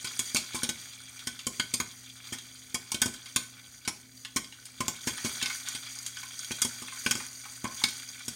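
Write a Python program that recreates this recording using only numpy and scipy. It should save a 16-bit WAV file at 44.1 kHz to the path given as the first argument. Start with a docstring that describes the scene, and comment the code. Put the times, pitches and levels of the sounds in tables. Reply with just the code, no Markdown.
"""Popcorn bursts in a steel pan under a glass lid, while oil sizzles and an appliance hums, for 8.35 s.
At once pops, knocks and loud sizzling; the sizzle and shuffling then thin out, softest near 4 s.
From about 5 s they swell, settle and swell again, and bright spits of water join in; a last pop comes at 8.28 s.
A pop is noise ringing the pan plus a low thump; knocks and taps only ring it, and frying is many tiny pings.
The hum is two sine tones over soft, coloured noise."""
import sys
import numpy as np
from scipy import signal
from scipy.fft import rfft, irfft, next_fast_len
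from scipy.io import wavfile
from scipy.ndimage import map_coordinates

SR = 44100
rng = np.random.default_rng(int(sys.argv[2]) if len(sys.argv) > 2 else 0)


def wav_out(sig):
    """Save sig, one row per channel (or a flat mono array), as 16-bit PCM at SR to the path in sys.argv[1]."""
    wavfile.write(sys.argv[1], SR, np.round(np.clip(np.atleast_2d(sig).T, -1, 1) * 32767).astype(np.int16))


N = 368235
TIME = np.arange(N) / SR  # s, the whole scene
AGE = np.arange(SR // 4) / SR  # s since a short sound began

# bursting kernels: start_s, snap_db (hull), kick_db (against the pan), kick_hz, tear_s, steam_db (thump gain)
BURSTING_KERNELS = [(0.0443, -39, -38, 2600, 0.0095, -36.5), (.1924, -27.5, -44, 3000, 0.0022, -33),
                    (0.3464, -29, -44, 1600, 0.0016, -24.5), (0.545, -35.5, -41.5, 1100, 0.021, -29.5),
                    (.6324, -30.5, -46, 1800, .0007, -27), (0.6907, -32, -34, 3200, 0.0035, -28),
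                    (1.2707, -35, -36.5, 2700, 0.0035, -33), (1.4676, -31, -44, 1000, .002, -27.5),
                    (1.5968, -41, -26, 2820, 0.0017, -29), (1.7384, -27.5, -42, 3500, .002, -29.5),
                    (1.8005, -31.5, -32.5, 1400, 0.0024, -27.5), (2.3232, -38.5, -39, 2520, 0.018, -31),
                    (2.7441, -31, -36.5, 1700, 0.0044, -28.5), (2.918, -31.5, -44.5, 1000, 0.0012, -41),
                    (2.9446, -37, -35, 3700, .003, -29), (3.0174, -23.5, -30, 2190, 0.0016, -27),
                    (3.0586, -33.5, -46, 1000, .0016, -23.5), (3.3608, -25.5, -34, 1590, .0014, -28),
                    (3.8763, -31.5, -34, 1590, 0.0051, -28.5), (4.361, -28.5, -32, 1400, .007, -24.5),
                    (4.8047, -35, -32.5, 1040, 0.0037, -24.5), (4.8812, -29.5, -40.5, 850, 0.00034, -28),
                    (5.0714, -31.5, -36, 1700, 0.01, -24), (5.247, -34.5, -38.5, 1600, 0.011, -24),
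                    (5.426, -35.5, -32, 3700, .002, -33), (5.749, -42, -38.5, 3500, .004, -38.5),
                    (6.5086, -56, -40, 2000, .0003, -29.5), (6.618, -24, -41, 2600, 0.0032, -36.5),
                    (6.6487, -32, -44, 1050, 0.0016, -28), (6.82, -44, -51, 900, 0.012, -38),
                    (7.062, -36.5, -27.5, 2100, 0.0018, -25), (7.11, -26, -33, 2000, 0.0024, -30),
                    (7.1526, -37.5, -41.5, 1500, .0012, -29), (7.6427, -41.5, -41, 1190, .0005, -24.5),
                    (7.838, -38, -22, 3150, 0.0011, -29.5), (8.281, -35, -61, 2000, .002, -31.5)]
# thrown kernels hitting steel or glass hard: start_s, level_db, pitch_hz, contact_s
THROWN_KERNELS = [(.072, -39.5, 4000, .0007), (.36, -29.5, 2480, 0.00054), (.367, -25.5, 5300, 0.00043),
                  (.641, -35.5, 4200, .0008), (1.192, -46, 3600, .002), (1.391, -42.5, 4000, .002),
                  (2.27, -48, 3620, .0016), (2.385, -43, 4500, .0006), (3.139, -43, 5050, .0045),
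                  (3.257, -46, 3200, .004), (3.366, -33.5, 4000, 0.0012), (3.85, -43.5, 3000, .007),
                  (4.249, -39.5, 3020, 0.003), (4.444, -47, 3700, .0004), (4.524, -48, 3000, .002),
                  (4.654, -44, 6050, .003), (5.179, -40, 2420, .001), (5.262, -36, 5500, .012),
                  (5.414, -34.5, 2790, 0.0036), (5.459, -31.5, 3100, 0.00045), (5.5, -36.5, 2000, 0.00067),
                  (5.671, -39, 2680, .012), (5.686, -35, 6370, .0006), (5.863, -43.5, 2700, 0.0043),
                  (6.0638, -34.5, 5930, 0.00087), (6.17, -42, 3200, .0005), (6.23, -43, 1600, .001),
                  (6.516, -34, 4800, 0.0034), (6.882, -45.5, 1900, .0012), (6.922, -45.5, 1200, .002),
                  (7.17, -44, 6500, .012), (7.2, -40.5, 1490, 0.0046), (7.453, -46, 1280, .002),
                  (7.652, -35.5, 950, 0.0017), (7.816, -45, 950, .008), (7.885, -37, 4800, 0.0021)]
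# activity in the pan, before each layer's own trim: time_s, shuffle_db (loose kernels), sizzle_db (oil)
PAN_ACTIVITY = [(0.0, -47.5, -43), (0.6, -45, -48), (0.86, -51, -48.5), (1.6, -51.5, -50),
                (2.02, -53.5, -51.5), (2.3, -50.5, -50.5), (2.74, -57.5, -52.5), (2.98, -50.5, -53),
                (3.28, -51, -49), (3.51, -54.5, -54), (4.04, -61, -57.5), (4.63, -56.5, -55),
                (5.28, -42.5, -39.5), (6.12, -50, -45.5), (7.0, -48, -43), (7.54, -53.5, -47),
                (7.86, -47.5, -43.5), (8.35, -51, -46.5)]
# ringing of the pan with its lid and the air inside: pitch_hz, relative_db, t60_s (time to fall 60 dB)
PAN_MODES = [(851, -8, .07), (1037, -1, .08), (1077, 0, .07), (1235, -4, .06), (1510, 0, .12),
             (2132, 0, .07), (2228, 2, .08), (2320, 0, .045), (2460, -6, .08), (3130, -2, .05),
             (3210, 0, .07), (3302, -1, .11), (3620, -3, .06), (4025, -8, .08), (4620, -3, .04),
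             (4805, 0, .06), (5590, -3, .05), (6516, 1, .06), (6765, 1, .07), (8715, -1, .04),
             (8980, 0, .05)]
# air under the lid and the stove top, pushed by a puff: pitch_hz, relative_db, t60_s
CAVITY_MODES = [(125, -22.5, .12), (176, -21, .07), (237.5, -4.5, 0.031), (244.4, -14, 0.13),
                (338, -17, 0.073), (396, -32, 0.062), (297, -16, 0.033)]
# colour of the sizzling oil: frequency_hz, gain_db
OIL_COLOUR = [(800, -20.5), (2000, -10.5), (3300, -16.5), (4700, 1), (5150, -17), (5600, -1), (6700, 2),
              (7500, -8.5), (9300, 1.5), (10200, -13), (13000, -14), (16000, -15)]
# colour of the shuffling kernels: frequency_hz, gain_db
SHUFFLE_COLOUR = [(400, -34), (820, -10.5), (1050, -13), (1250, -7.5), (1520, 0), (1850, -5.5), (2400, -2),
                  (2850, -6.5), (3250, 1.5), (4500, -5), (7000, -23), (16000, -48)]
# colour of the air in the kitchen: frequency_hz, gain_db
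KITCHEN_COLOUR = [(20, -16), (55, -1), (85, 0.5), (170, -6), (260, 0.5), (340, -10), (800, -16.5),
                  (2000, -30), (16000, -17.5)]
# tones of the humming appliance, around which the level wavers: pitch_hz, level_db
HUM_TONES = [(119.7, -62.5), (258, -67)]
# bands that set the colour of a crack: low_hz, high_hz
CRACK_BANDS = [(810, 1230), (1490, 2550), (2950, 4900), (5450, 9400), (9900, 14500)]
# drops of water spitting in the oil: start_s, peak_db
WATER_SPITS = [(5.9886, -20), (6.0297, -29.5), (6.3924, -22.5), (6.4465, -24), (7.7455, -29),
               (8.089, -26.5), (5.016, -30.5), (5.9541, -29), (6.9441, -37), (7.2658, -27)]
# fingers resting on the lid: time_s, damping (0 to 1, share of the lid's ring removed)
LID_FINGERS = [(0, 0.3), (2.8, 0.4), (3.1, 0.2)]

BAND_FILTERS = [signal.butter(3, band, "bandpass", fs=SR, output="sos") for band in CRACK_BANDS]
BAND_CENTRES = np.sqrt(np.prod(CRACK_BANDS[:-1], axis=1))  # Hz, all but the top band
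HULL_TILT_DB_PER_OCTAVE = 8  # the snap of a hull rises toward the treble
BELOW_DB_PER_OCTAVE, ABOVE_DB_PER_OCTAVE = 11, 6.5  # a blow weakens either side of its pitch
TAPS_PER_S, TAP_DB, TAP_SPREAD_DB = 3, -3, 4.5  # levels are relative to shuffle_db
TAP_HZ, TAP_SPREAD_OCTAVES, TAP_CONTACT_S = 3830, 0.43, .002  # each tap lands on another spot


def amp(db):
    """Turns decibels into a gain."""
    return 10 ** (np.asarray(db) / 20)


def unit(x):
    """Scales a sound to rms 1."""
    return x / np.sqrt(np.mean(x ** 2) + 1e-20)


def dying(t60):
    """Fades a short sound by 60 dB in t60 seconds."""
    return np.exp(-np.log(1000) * AGE / max(t60, 1e-4))


def burst(envelope):
    """Shapes noise with an envelope and gives it energy 1."""
    x = envelope * rng.standard_normal(len(AGE))
    return x / np.linalg.norm(x)


def coloured(x, points):
    """Filters x through a curve of (Hz, dB) points and scales it to rms 1."""
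    size = next_fast_len(N + SR // 2)
    hz, db = np.transpose(points)
    bins_hz = np.fft.rfftfreq(size, 1 / SR)
    gain = amp(np.interp(np.log(bins_hz + 1), np.log(hz), db))
    return unit(irfft(rfft(x, size) * gain, size)[:N])


def wobble(rate):
    """Draws a smooth random curve through `rate` random points a second."""
    coarse = TIME[::128]
    knots = rng.standard_normal(int(N * rate / SR) + 4)
    return np.interp(TIME, coarse, map_coordinates(knots, [coarse * rate]))


def add(track, s, sound):
    """Mixes a sound into the track at s seconds."""
    start = max(round(s * SR), 0)
    track[start:start + len(sound)] += sound[:N - start]


MODE_RINGS = np.array([amp(db) * dying(t60) * np.exp(2j * np.pi * hz * AGE) for hz, db, t60 in PAN_MODES])


def pan_response(ring_db, scatter_db, scatter_t60, spread_db=3):
    """A click at one spot in the pan: direct sound, quick echoes between steel and lid, and ringing."""
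    # each spot excites the modes with other strengths and phases
    strengths = amp(spread_db * rng.standard_normal(len(PAN_MODES)))
    phases = np.exp(2j * np.pi * rng.random(len(PAN_MODES)))
    ring = ((strengths * phases) @ MODE_RINGS).real
    ring = amp(ring_db) * ring / np.linalg.norm(ring)
    direct = AGE == 0
    return direct + ring + amp(scatter_db) * burst(dying(scatter_t60))


def in_kitchen(x, wet_db, t60, echo_db, echo_s=.0082, build_s=0.0022):
    """Adds an echo off the back panel of the stove and the kitchen's fading reverberation."""
    delay = max(round(echo_s * SR), 0)
    near = x + amp(echo_db) * np.pad(x, (delay, 0))[:len(x)]
    tail = burst(dying(t60) * (1 - np.exp(-AGE / build_s)))
    return near + amp(wet_db) * signal.fftconvolve(x, tail)[:len(x)]


def crack(levels_db, length_s, ring_db, room_db, grit_db=4.5, shortest_s=0.00056, top_db=-12.5, top_slope=0.12):
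    """A quick run of tiny fractures rings the pan; where and how hard it happens sets its colour."""
    run = np.exp(-AGE / (abs(length_s) + shortest_s))
    grit = amp(grit_db * rng.standard_normal(len(AGE)))
    response = pan_response(ring_db, scatter_db=2.0, scatter_t60=0.064)
    sound = signal.fftconvolve(burst(run * grit), response)[:len(AGE)]
    sound = in_kitchen(sound, room_db, t60=0.34, echo_db=-17.5)
    # the sharper the crack, the further it reaches into the top octave
    sharpness_db = min(levels_db[-1] - levels_db[-2], 10)
    fizz_db = levels_db[-1] + top_db + top_slope * sharpness_db
    parts = [signal.sosfilt(sos, sound) for sos in BAND_FILTERS]
    attack = SR // 50  # each band's level is set over its first 20 ms
    return sum(amp(db) * part / np.std(part[:attack]) for db, part in zip([*levels_db, fizz_db], parts))


def blow_colour(db, pitch_hz):
    """Band levels of a kernel striking the pan: the harder the spot, the higher the pitch."""
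    octaves = np.log2(BAND_CENTRES / pitch_hz)
    return db + np.minimum(BELOW_DB_PER_OCTAVE * octaves, -ABOVE_DB_PER_OCTAVE * octaves)


def room_tone(air_db=-62, waver_db=1.8):
    """A low rush of air is coloured noise; an appliance hums in wavering sine tones."""
    hum = np.zeros(N)
    for hz, db in HUM_TONES:
        level = amp(db + waver_db * wobble(3.11)) * np.sqrt(2)  # a sine of this height has rms amp(db)
        drift = .2 * wobble(2)  # radians
        hum += level * np.sin(2 * np.pi * hz * TIME + drift)
    return hum + amp(air_db) * coloured(rng.standard_normal(N), KITCHEN_COLOUR)


def patter(rate, spread_db, life_s, high_hz, ring_db, spectrum, size, count=2):
    """Brief pings of unequal size and pitch, `rate` a second, ring `count` spots in the pan, at rms 1."""
    total, step = np.zeros(N), np.arange(size)  # each ping lasts `size` samples
    for spot in range(count):
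        response = pan_response(ring_db, scatter_db=6.0, scatter_t60=0.032, spread_db=2.5)
        when, pitch, strength, phase = rng.random((int(rate / count * N / SR), 4)).T[:, :, None]
        # many faint pings, few strong ones
        height = amp(spread_db * strength ** 3)
        fade = np.exp(-step / SR / life_s)
        pings = height * fade * np.cos(2 * np.pi * (pitch * high_hz * step / SR + phase))
        places = (when * N).astype(int) + step
        grains = np.bincount(places.ravel(), pings.ravel(), N)[:N]
        total += signal.oaconvolve(grains, response)[:N]
    return coloured(total, spectrum)


def frying(oil_db=-1, crackle_db=-8, shuffle_db=-1):
    """Tiny steam bubbles burst in the oil, a few larger ones crackle; loose kernels roll on the bottom."""
    s, kernels_db, sizzle_db = np.transpose(PAN_ACTIVITY)
    fizz = amp(oil_db + 2.0 * wobble(14)) * patter(
        rate=5000, spread_db=15.5, life_s=.00008, high_hz=16300, ring_db=-2.5, spectrum=OIL_COLOUR, size=20)
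    crackle = amp(crackle_db) * patter(
        rate=300, spread_db=18, life_s=0.00023, high_hz=14200, ring_db=-6, spectrum=OIL_COLOUR, size=64)
    kernels = amp(shuffle_db + 1.5 * wobble(20)) * patter(
        rate=800, spread_db=17, life_s=0.0005, high_hz=5860, ring_db=-1, spectrum=SHUFFLE_COLOUR, size=96)
    oil = amp(np.interp(TIME, s, sizzle_db)) * (fizz + crackle)
    return oil + amp(np.interp(TIME, s, kernels_db)) * kernels


def lid_held(x, lid_hz=1510, width_hz=260):
    """Fingers on the lid take away part of one strong ring."""
    s, damping = np.transpose(LID_FINGERS)
    without_ring = signal.lfilter(*signal.iirnotch(lid_hz, lid_hz / width_hz, SR), x)
    return x + np.clip(np.interp(TIME, s, damping), 0, 1) * (without_ring - x)


def taps():
    """Kernels settle and tap the pan at random, louder when the heap is moving."""
    track = np.zeros(N)
    s, kernels_db, _ = np.transpose(PAN_ACTIVITY)
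    draws = rng.uniform(-1, 1, (int(TAPS_PER_S * N / SR), 3))
    for slot, (when, strength, hardness) in enumerate(draws):
        at = (slot + (1 + when) / 2) / TAPS_PER_S  # one tap somewhere in each time slot
        db = np.interp(at, s, kernels_db) + TAP_DB + TAP_SPREAD_DB * strength
        colour = blow_colour(db, TAP_HZ * 2 ** (TAP_SPREAD_OCTAVES * hardness))
        add(track, at, crack(colour, TAP_CONTACT_S, ring_db=-3.0, room_db=-6.0))
    return track


def spits(level_db=0, low_hz=4500, high_hz=9800):
    """A drop flashes to steam: one very short, bright snap."""
    track = np.zeros(N)
    bright = signal.butter(2, [low_hz, high_hz], "bandpass", fs=SR, output="sos")
    for s, db in WATER_SPITS:
        response = pan_response(ring_db=4, scatter_db=-15, scatter_t60=0.032)
        snap = signal.sosfilt(bright, signal.fftconvolve(burst(dying(0.0024)), response))
        add(track, s, amp(db + level_db) * snap / np.abs(snap).max())
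    return track


def knocks(level_db=0):
    """Thrown kernels ring the pan without any puff."""
    track = np.zeros(N)
    for s, db, pitch_hz, contact_s in THROWN_KERNELS:
        add(track, s, crack(blow_colour(db, pitch_hz), contact_s, ring_db=-2.5, room_db=-7.0))
    return amp(level_db) * track


def pop_colour(snap_db, kick_db, kick_hz):
    """Band levels of a bright hull snap together with the kernel's kick against the pan."""
    snap = snap_db + HULL_TILT_DB_PER_OCTAVE * np.log2(BAND_CENTRES / BAND_CENTRES[-1])
    return 20 * np.log10(np.hypot(amp(snap), amp(blow_colour(kick_db, kick_hz))))


def thump(detune=0.015, rush_db=-4, rush_t60=0.14):
    """A puff of steam swings the air in the pan and rushes through the heap of corn."""
    pitch = 1 + detune * rng.standard_normal()  # every puff is tuned slightly differently
    swing = sum(amp(db) * dying(t60) * np.sin(2 * np.pi * hz * pitch * AGE) for hz, db, t60 in CAVITY_MODES)
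    rush_band = signal.butter(2, [280, 750], "bandpass", fs=SR, output="sos")
    rush = signal.sosfilt(rush_band, rng.standard_normal(len(AGE)))
    return in_kitchen(swing + amp(rush_db) * dying(rush_t60) * rush, wet_db=-5.5, t60=0.34, echo_db=-13)


def pops(crack_db=0, thump_db=0):
    """The hull tears, the kernel kicks off the pan and the steam escapes at the same instant."""
    track = np.zeros(N)
    for s, snap_db, kick_db, kick_hz, tear_s, steam_db in BURSTING_KERNELS:
        hull = crack(pop_colour(snap_db, kick_db, kick_hz), tear_s, ring_db=0.5, room_db=-10.0)
        add(track, s, amp(crack_db) * hull + amp(steam_db + thump_db) * thump())
    return track


def scene():
    """Adds up everything heard from just above the stove."""
    background = room_tone() + lid_held(frying())
    return (background + taps() + spits() + knocks() + pops())[None]


def record(dry, low_cut_hz=52, top_hz=15900):
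    """Thins out the deepest bass and keeps nothing from top_hz upward."""
    thinned = signal.sosfilt(signal.butter(3, low_cut_hz, "highpass", fs=SR, output="sos"), dry)
    size = next_fast_len(N + SR // 2)
    kept = np.fft.rfftfreq(size, 1 / SR) < top_hz
    return irfft(rfft(thinned, size) * kept, size)[:, :N]


dry = scene()
out = record(dry)
wav_out(out)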